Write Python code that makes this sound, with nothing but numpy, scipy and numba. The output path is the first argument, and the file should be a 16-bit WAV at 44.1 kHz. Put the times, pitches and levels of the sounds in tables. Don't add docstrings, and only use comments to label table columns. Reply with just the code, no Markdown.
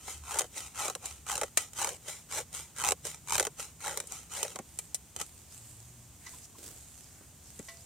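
import sys
import numpy as np
from scipy import signal
from scipy.fft import rfft, irfft
from scipy.io import wavfile
from scipy.ndimage import uniform_filter1d
from numba import njit

SR = 44100
rng = np.random.default_rng(int(sys.argv[2]) if len(sys.argv) > 2 else 0)


def waveform_to_disk(signal):
    frames = np.transpose(np.atleast_2d(signal))
    scaled = np.clip(frames, -1, 1) * 32767
    samples = np.round(scaled).astype(np.int16)
    wavfile.write(sys.argv[1], SR, samples)


N = 346185


def from_db(db):
    return 10 ** (np.asarray(db) / 20)


def rms_one(x):
    return x / np.sqrt(np.mean(x ** 2) + 1e-20)


def colour(x, spectrum, peaks=(), unit_power=True):
    size = 4096
    hz = np.fft.rfftfreq(size, 1 / SR) + 1
    at_hz, at_db = np.transpose(spectrum)
    smooth_db = np.interp(np.log(hz), np.log(at_hz), at_db)
    peaks_db = sum(db / (1 + (2 * (hz - centre) / width) ** 2) for centre, width, db in peaks)
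    gain = from_db(smooth_db + peaks_db)
    cepstrum = irfft(np.log(rms_one(gain) if unit_power else gain))
    cepstrum[1:size // 2] *= 2
    cepstrum[size // 2 + 1:] = 0
    impulse = irfft(np.exp(rfft(cepstrum)))
    return signal.oaconvolve(x, impulse[None], axes=1)[:, :N]


# frequency in Hz, side level re mid in dB.
SIDE_WIDTH = [(60, -16), (500, -12), (1500, -9), (2500, -8), (3400, -11), (4700, -2), (5600, -6), (6500, 0),
              (7200, -3), (7800, 1), (8700, -4), (15000, -2)]


def noise():
    mid, side = rng.standard_normal((2, 1, N))
    side = colour(side, SIDE_WIDTH, unit_power=False)
    return rms_one(mid + side * [[1], [-1]])


def wander(per_s):
    knots = rng.standard_normal(2000)
    return np.interp(np.arange(N) / SR * per_s, np.arange(len(knots)), knots)


def strikes(times_s, gains):
    out = np.zeros(N)
    np.add.at(out, (np.asarray(times_s) * SR).astype(int), gains)
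    return out


def fade(energy, t60_s):
    return signal.lfilter([1], [1, -from_db(-120 / (t60_s * SR))], energy + 1e-18)


def burst(times_s, db, crack_t60, tail_t60, tail_db):
    energy = strikes(times_s, from_db(db) ** 2)
    crack, tail = fade(energy, crack_t60), fade(energy, tail_t60)
    return np.sqrt(crack + from_db(tail_db) ** 2 * tail)


def grit(per_s, spread_db, t60, smooth_db):
    sizes = from_db(spread_db * np.clip(rng.standard_normal(N), -2, 2))
    fractures = rng.random(N) < per_s / SR
    energy = fade(fractures * sizes ** 2, t60)
    return rms_one(np.sqrt(energy / energy.mean() + from_db(smooth_db) ** 2))


@njit
def sliding_resonance(x, hz, q):
    out, low, band = np.zeros(len(x)), 0., 0.
    for i in range(len(x)):
        step = 2 * np.sin(np.pi * hz[i] / SR)
        low += step * band
        band += step * (x[i] - low - band / q)
        out[i] = band / np.sqrt(q * hz[i] * np.pi / SR)
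    return out


def resonate(x, hz, q):
    hz = np.clip(hz, 200, 10000)
    return np.array([sliding_resonance(channel, hz, q) for channel in x])


LIFT_S = 0.0076


def swell(t, start, peak, end, depth_db, rise_power, fall_power):
    rise = np.clip((peak - t) / (peak - start), 0, 1)
    fall = np.clip((t - peak) / (end - peak), 0, 1)
    contact = np.clip(1 + np.minimum(t - start, end - t) / LIFT_S, 0, 1)
    return contact * from_db(-depth_db * (rise ** rise_power + fall ** fall_power))


def swells(rows, column, depth_db, rise_power, fall_power):
    out = np.zeros(N)
    for row in rows:
        first = max(int((row[0] - LIFT_S) * SR), 0)
        last = min(int((row[2] + LIFT_S) * SR), N)
        at = np.arange(first, last)
        out[at] += from_db(row[column]) * swell(at / SR, *row[:3], depth_db, rise_power, fall_power)
    return out


# frequency in Hz, relative density in dB.
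AIR_SPECTRUM = [(120, -20.5), (200, -1), (249, 4), (548, -4), (777, -3), (1560, -9.5), (3070, -8),
                (4600, -11.5), (6640, -5.5), (7830, -7), (9230, -8.5), (10500, -11.5), (14900, -10.5),
                (16000, -21.5)]
# frequency in Hz, relative density in dB.
RUMBLE_SPECTRUM = [(12, -71), (20, -36), (24, -25), (35, -21), (64, 3), (118, -2.5), (145, -4), (195, -10),
                   (236, -12.5), (300, -22.5), (390, -51), (660, -120)]
# start in seconds, end in seconds, mean frequency in Hz, nominal peak level in dB.
LOW_HUMS = [(0.02, 0.41, 73, -49), (1.201, 5.6, 158, -64), (5.5, 6.3, 118, -56)]
AIR_DB, RUMBLE_DB = -59, -57


def woodland():
    hiss = from_db(AIR_DB) * colour(noise(), AIR_SPECTRUM)
    rumble = from_db(RUMBLE_DB) * colour(noise(), RUMBLE_SPECTRUM)
    out = hiss + rumble
    t = np.arange(N) / SR
    for start, end, hz, db in LOW_HUMS:
        arch = np.sin(np.pi * np.clip((t - start) / (end - start), 0, 1))
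        level = from_db(db + 3 * wander(18))
        phase = 2 * np.pi * np.cumsum(hz * (1 + .04 * wander(20))) / SR
        out = out + level * arch * np.sin(phase)
    return out


def hollow(envelope, top_hz, low_hz, bottom_hz, q, overtone_db):
    path = [(0, bottom_hz), (4.6, bottom_hz)]
    for start, peak, end, *_, middle_hz in PUSH_STROKES:
        path += zip((start, peak, (peak + end) / 2, end), (top_hz, middle_hz, low_hz, bottom_hz))
    for start, _, end, *_ in LIGHT_STROKES:
        path += zip(np.linspace(start, end, 4), (bottom_hz, low_hz, top_hz, top_hz))
    hz = np.interp(np.arange(N) / SR, *np.transpose(sorted(path)))
    wobble = np.exp(.06 * wander(60))
    hz = np.maximum(hz * wobble, 470)
    drive = envelope * noise()
    overtones = resonate(drive, hz * 1.577, 9.4) - from_db(-3.5) * resonate(drive, hz * 2.04, 5.9)
    ringing = resonate(drive, hz, q) - from_db(overtone_db) * overtones
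    band = signal.butter(4, [390, 2600], "band", fs=SR, output="sos")
    return signal.sosfilt(band, ringing)


PUSH_DEPTH_DB, PUSH_RISE_POWER, PUSH_FALL_POWER = 19, 2.5, 1.22
CHATTER_FOLLOWS = 1.01
CHATTER_SLOWING_PER_S, CHATTER_JITTER, CHATTER_SPREAD_DB = 2.2, 0.104, 2


def chatter(hollow_db):
    slips, catches = [], np.array(HARD_CATCHES)[:, 0]
    for start, peak, end, _, _, db, gap_s, _ in PUSH_STROKES:
        s = start
        for early, strong in rng.standard_normal((60, 2)):
            gap = gap_s * np.exp(CHATTER_SLOWING_PER_S * (s - peak) + CHATTER_JITTER * early)
            ahead = catches[(catches > s) & (catches < s + 1.6 * gap)]
            s = ahead.min() if len(ahead) else s + gap
            if s > end:
                break
            if not len(ahead):
                pressure = swell(s, start, peak, end, PUSH_DEPTH_DB, PUSH_RISE_POWER, PUSH_FALL_POWER)
                pressure_db = 20 * np.log10(pressure)
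                slip_db = db + CHATTER_FOLLOWS * pressure_db + CHATTER_SPREAD_DB * strong
                slips.append((s, slip_db, hollow_db))
    return slips


def treble_band(envelope, times_s):
    centres_hz = 7600 * np.exp(.11 * rng.standard_normal(1000))
    slip_index = np.searchsorted(times_s, np.arange(N) / SR + .001)
    return resonate(envelope * noise(), centres_hz[slip_index], 16.)


def reflections(x):
    out, now = x, np.arange(N)
    for delay_s, sway, share in [(.0006, .25, .4), (.0017, .1, -.35), (.0036, .04, .25)]:
        late = now - delay_s * SR * (1 + sway * wander(14))
        out = out + share * np.array([np.interp(late, now, channel) for channel in x])
    return out


# start, hardest moment and end in seconds, drive levels of rasp, hollow resonance
# and chatter in dB, nominal slip gap at the hardest in seconds, nominal resonance there in Hz.
PUSH_STROKES = [(0.234, 0.366, 0.47, -41, -37.5, -41, 0.015, 565),
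                (0.744, 0.845, 0.94, -37, -36, -30, 0.013, 600),
                (1.26, 1.31, 1.485, -40, -39, -25, 0.012, 860),
                (1.75, 1.828, 1.967, -36.5, -37.5, -30, .011, 706),
                (2.291, 2.383, 2.437, -37, -38.5, -30, .009, 595),
                (2.754, 2.885, 2.93, -42.5, -36, -19.5, 0.0099, 600),
                (3.265, 3.366, 3.475, -40.5, -52, -19.5, .012, 697),
                (3.795, 3.875, 4.06, -42.5, -39.5, -31, .012, 750),
                (4.296, 4.381, 4.565, -40, -44, -36, .011, 616)]
# start, bite and end in seconds, drive levels of rasp and hollow resonance in dB.
LIGHT_STROKES = [(-0.03, 0.098, 0.23, -43, -58), (0.506, 0.571, 0.75, -42.5, -51),
                 (0.996, 1.051, 1.22, -45, -40.5), (1.567, 1.584, 1.69, -38, -67),
                 (2.028, 2.088, 2.24, -42, -44.5), (2.518, 2.549, 2.703, -41.5, -60),
                 (3.028, 3.058, 3.186, -40.5, -40), (3.567, 3.597, 3.72, -41.5, -40.5),
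                 (4.049, 4.129, 4.285, -44.5, -46.5), (5.152, 5.213, 5.26, -42.5, -44)]
# time in seconds, drive level in dB, hollow re that level in dB.
HARD_CATCHES = [(0.08, -29.5, -4.5), (0.3933, -14.5, -12), (0.408, -20.5, -8.5), (0.4174, -22, -6),
                (0.4425, -34, 1), (0.5798, -24, -29), (0.881, -22, -3.5), (0.8993, -22.5, -5.5),
                (0.9512, -23, -5), (1.266, -32, -9), (1.297, -25.5, -8), (1.3162, -18.5, -24),
                (1.3548, -20, -15), (1.3782, -22, -7), (1.4137, -19.5, 1), (1.4335, -20.5, -2),
                (1.7335, -33.5, -34), (1.8453, -18.5, -5.5), (1.872, -22.5, -5), (1.891, -23.5, -15),
                (2.083, -26.5, -11), (2.5287, -32.5, -13), (2.8385, -20, -7), (2.8877, -12.5, -20),
                (2.9079, -17, -12), (2.9202, -15, -9), (3.052, -24, -12), (3.1453, -32.5, -35),
                (3.3064, -20.5, -14), (3.3222, -14.5, -13), (3.3541, -15, -8), (3.3806, -14, -11),
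                (3.3976, -11.5, -8), (3.4057, -17.5, -6.5), (3.4273, -20, -8), (3.451, -19, -11),
                (3.4687, -20, -5.5), (3.9735, -17, -13), (4.002, -21, -12), (4.4299, -14.5, -25),
                (4.4503, -28, -2), (4.5586, -25.5, -2), (4.589, -30.5, -2.5), (5.1632, -25, -15),
                (5.2008, -26, -15), (5.214, -19.5, -23)]
# frequency in Hz, width in Hz, boost in dB.
STEEL_RESONANCES = [(442, 53, 6), (1266, 130, 7), (1977, 245, 10), (2342, 440, 9.5), (2700, 170, 3),
                    (3088, 164, 7.5), (3980, 390, 6), (8000, 160, -2), (8750, 250, 2), (9550, 110, 7)]
# frequency in Hz, relative density in dB.
RASP_SPECTRUM = [(100, -29), (350, -12), (700, 1), (1300, -5), (1800, -15), (3000, -6.5), (4700, -8.5),
                 (6000, -1), (7000, -1.5), (8500, -4), (10000, -7.5), (12500, -10), (16000, -19.5)]
HOLLOW_FOLLOWS = 1.36
LIGHT_DEPTH_DB, LIGHT_RISE_POWER, LIGHT_FALL_POWER = 23.5, 1.02, 1.48
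BITE_DEPTH_DB, BITE_RISE_POWER, BITE_FALL_POWER = 39, 1.2, 0.28


def scraping():
    push_grit = grit(per_s=260, spread_db=3, t60=.009, smooth_db=-1)
    light_grit = grit(per_s=640, spread_db=8, t60=0.0031, smooth_db=3.0)
    s, db, hollow_db = np.transpose(list(HARD_CATCHES) + chatter(hollow_db=-14.5))
    snap = burst(s, db, crack_t60=.006, tail_t60=.035, tail_db=-11)
    jolts = from_db(-3.5) * uniform_filter1d(snap, size=30)

    push_rasp = push_grit * swells(PUSH_STROKES, column=3, depth_db=PUSH_DEPTH_DB,
                                   rise_power=PUSH_RISE_POWER, fall_power=PUSH_FALL_POWER)
    light_rasp = light_grit * swells(LIGHT_STROKES, column=3, depth_db=LIGHT_DEPTH_DB,
                                     rise_power=LIGHT_RISE_POWER, fall_power=LIGHT_FALL_POWER)
    bright = np.linalg.norm([push_rasp, light_rasp, jolts], axis=0)
    rasp = colour(bright * noise(), RASP_SPECTRUM, STEEL_RESONANCES)

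    push_hollow = push_grit * swells(PUSH_STROKES, column=4, depth_db=PUSH_DEPTH_DB * HOLLOW_FOLLOWS,
                                     rise_power=1.86, fall_power=1.7)
    light_hollow = light_grit * swells(LIGHT_STROKES, column=4, depth_db=BITE_DEPTH_DB,
                                       rise_power=BITE_RISE_POWER, fall_power=BITE_FALL_POWER)
    hollow_jolts = burst(s, db + hollow_db, crack_t60=0.01, tail_t60=0.045, tail_db=-4)
    dull = np.linalg.norm([push_hollow, light_hollow, hollow_jolts], axis=0)
    body = hollow(dull, top_hz=1230, low_hz=506, bottom_hz=473, q=3.27, overtone_db=-7.5)

    treble = treble_band(from_db(-14.5) * jolts, np.sort(s))
    return reflections(rasp + body + treble)


SHAKE_DB = -28.5


def shudder():
    envelope = swells(PUSH_STROKES, column=5, depth_db=PUSH_DEPTH_DB,
                      rise_power=PUSH_RISE_POWER, fall_power=PUSH_FALL_POWER)
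    return from_db(SHAKE_DB) * colour(envelope * noise(), RUMBLE_SPECTRUM)


# nominal time in seconds, nominal level in dB, tail t60 in seconds,
# ping frequency in Hz, broad body boost around 1.8 kHz in dB.
STEEL_KNOCKS = [(0.387, -16, 0.045, 6990, -7), (1.057, -24.5, 0.032, 7100, -7),
                (1.5724, -8.5, 0.041, 6830, -1), (4.0707, -34, 0.039, 6900, -40),
                (4.121, -22.5, 0.011, 6470, -27), (4.788, -23, 0.037, 7290, -8.5),
                (4.9442, -18.5, 0.045, 5590, -19.5), (7.5913, -35, 0.027, 6430, -4)]
# frequency in Hz, relative density in dB.
KNOCK_SPECTRUM = [(100, -26), (300, -13), (700, -0.5), (1300, -9), (2000, -5.5), (4700, -9.5), (6500, -7.5),
                  (8000, -5.5), (10000, -5.5), (16000, -24)]


def clacks():
    out, grain = 0, noise()
    for s, db, ring_s, ping_hz, body_db in STEEL_KNOCKS:
        envelope = burst([s + 0.00053], [db - 3.0], crack_t60=0.0019, tail_t60=ring_s, tail_db=-4.5)
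        envelope = uniform_filter1d(envelope, size=30)
        sharp_steel = [(hz, width * 0.29, gain * 1.27) for hz, width, gain in STEEL_RESONANCES]
        peaks = sharp_steel + [(ping_hz, 800, 7), (1800, 3000, body_db)]
        out = out + colour(envelope * grain, KNOCK_SPECTRUM, peaks)
    return out


# time in seconds, nominal level in dB.
GROUND_BUMPS = [(4.552, -37), (4.598, -31.5), (5.163, -36), (5.211, -34), (7.21, -44), (7.596, -30)]
# frequency in Hz, relative density in dB.
THUD_SPECTRUM = [(30, -14), (110, 2.5), (240, 5), (450, -1.5), (800, -12.5), (2000, -20), (16000, -59)]


def bumps():
    s, db = np.transpose(GROUND_BUMPS)
    envelope = burst(s, db - 6.5, crack_t60=0.038, tail_t60=0.064, tail_db=-1.0)
    return colour(envelope * noise(), THUD_SPECTRUM)


# start, loudest and end in seconds, nominal level in dB.
LEAF_BRUSHES = [(4.62, 4.83, 4.95, -58.5), (5.22, 5.28, 5.52, -59.5), (5.47, 5.53, 6.14, -58.5),
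                (6.15, 6.33, 6.5, -55.5), (6.5, 6.75, 7.32, -58.5), (6.9, 7.0, 7.4, -72.5),
                (7.38, 7.52, 8.24, -58.5)]
# frequency in Hz, relative density in dB.
RUSTLE_SPECTRUM = [(150, 1.5), (250, -34), (354, -10), (629, -10), (698, -1), (938, -16.5), (1160, -10),
                   (3010, -8), (7840, -4.5), (14900, -10), (16000, -39)]
RUSTLE_DEPTH_DB, RUSTLE_POWER = 18, 2


def rustle():
    crackle = grit(per_s=130, spread_db=5, t60=.004, smooth_db=3) * from_db(1.5 * wander(30))
    envelope = swells(LEAF_BRUSHES, column=3, depth_db=RUSTLE_DEPTH_DB,
                      rise_power=RUSTLE_POWER, fall_power=RUSTLE_POWER)
    leaves = envelope * crackle * noise()
    swish = from_db(-8) * resonate(leaves, 6500 * np.exp(.2 * wander(14)), 7.)
    return colour(leaves, RUSTLE_SPECTRUM) + swish


# start, loudest and end in seconds, level in dB.
TIN_DRAGS = [(6.2, 6.3, 6.45, -61), (6.56, 6.65, 6.79, -50)]
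DRAG_DEPTH_DB, DRAG_POWER = 8, 1.35


def drag():
    envelope = swells(TIN_DRAGS, column=3, depth_db=DRAG_DEPTH_DB, rise_power=DRAG_POWER, fall_power=DRAG_POWER)
    soil = envelope * grit(per_s=80, spread_db=3, t60=.014, smooth_db=-1)
    spectrum = [(80, -16), (380, -2.5), (800, -15), (2500, -17), (6000, -13.5), (16000, -17.5)]
    return colour(soil * noise(), spectrum)


# start, loudest and end in seconds, level in dB, pitch in Hz.
TIN_RUBS = [(6.2, 6.27, 6.33, -59, 1930), (6.41, 6.457, 6.46, -53.5, 5600), (7.016, 7.202, 7.32, -67, 1620)]
RUB_DEPTH_DB, RUB_Q = 16, 3.5


def rubs():
    out, grain = np.zeros((2, N)), noise()
    for row in TIN_RUBS:
        envelope = swells([row], column=3, depth_db=RUB_DEPTH_DB, rise_power=2, fall_power=2)
        out = out + resonate(envelope * grain + 1e-18, np.full(N, float(row[4])), RUB_Q)
    return out


# time in seconds, nominal level in dB, knock pitch in Hz, hardness in dB.
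TIN_TOUCHES = [(6.264, -48.5, 2010, -8.5), (6.333, -55.5, 1000, -14), (6.548, -50.5, 1062, -37),
               (7.685, -50.5, 1880, -2.5)]
# frequency in Hz, relative level in dB, t60 in seconds.
TIN_MODES = [(674, -1.5, 0.82), (1075, 5, 0.14), (1978, 9.5, 0.22), (2260, -4, 0.26), (2950, -1, .15),
             (3640, -8, 0.25)]


def tin():
    out, grain = 0, noise()
    for s, db, knock_hz, hard_db in TIN_TOUCHES:
        tail_s = 0.19 * from_db(hard_db / 3)
        scratch = burst([s], [db - 6.5], crack_t60=.03, tail_t60=tail_s, tail_db=10.5)
        spectrum = [(300, -52), (1000, -2.5), (2400, hard_db), (6000, hard_db + 3), (16000, hard_db - 39)]
        out = out + colour(scratch * grain, spectrum, [(knock_hz, 130, 13)])
    s, db, _, hard_db = np.transpose(TIN_TOUCHES)
    for hz, mode_db, t60_s in TIN_MODES:
        radius, angle = from_db(-60 / (t60_s * SR)), 2 * np.pi * hz / SR
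        hits = strikes(s, from_db(db + 2 * hard_db + mode_db))
        poles = [1, -2 * radius * np.cos(angle), radius * radius]
        out = out + signal.lfilter([0, np.sin(angle)], poles, hits + 1e-18)
    return out


def scene():
    work = scraping() * from_db([[.3], [-.3]]) + clacks() * from_db([[1.2], [-1.2]])
    ground = (rustle() + drag()) * from_db([[-.8], [.8]])
    return woodland() + work + shudder() + bumps() + ground + rubs() + tin()


CUTOFF_HZ = 15800


def record(dry):
    left = colour(dry[:1], [(20, 0.36), (16000, 0.09)],
                  [(7130, 1470, 2.27), (8680, 1020, 6.6), (9700, 460, 1.8)], unit_power=False)
    right = colour(dry[1:], [(20, -0.32), (16000, 0.36)],
                   [(7670, 2430, 5.7), (8100, 560, 0.41)], unit_power=False)
    low_pass = signal.ellip(10, .2, 80, CUTOFF_HZ, fs=SR, output="sos")
    return signal.sosfilt(low_pass, np.vstack([left, right]))


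dry = scene()
out = record(dry)
waveform_to_disk(out)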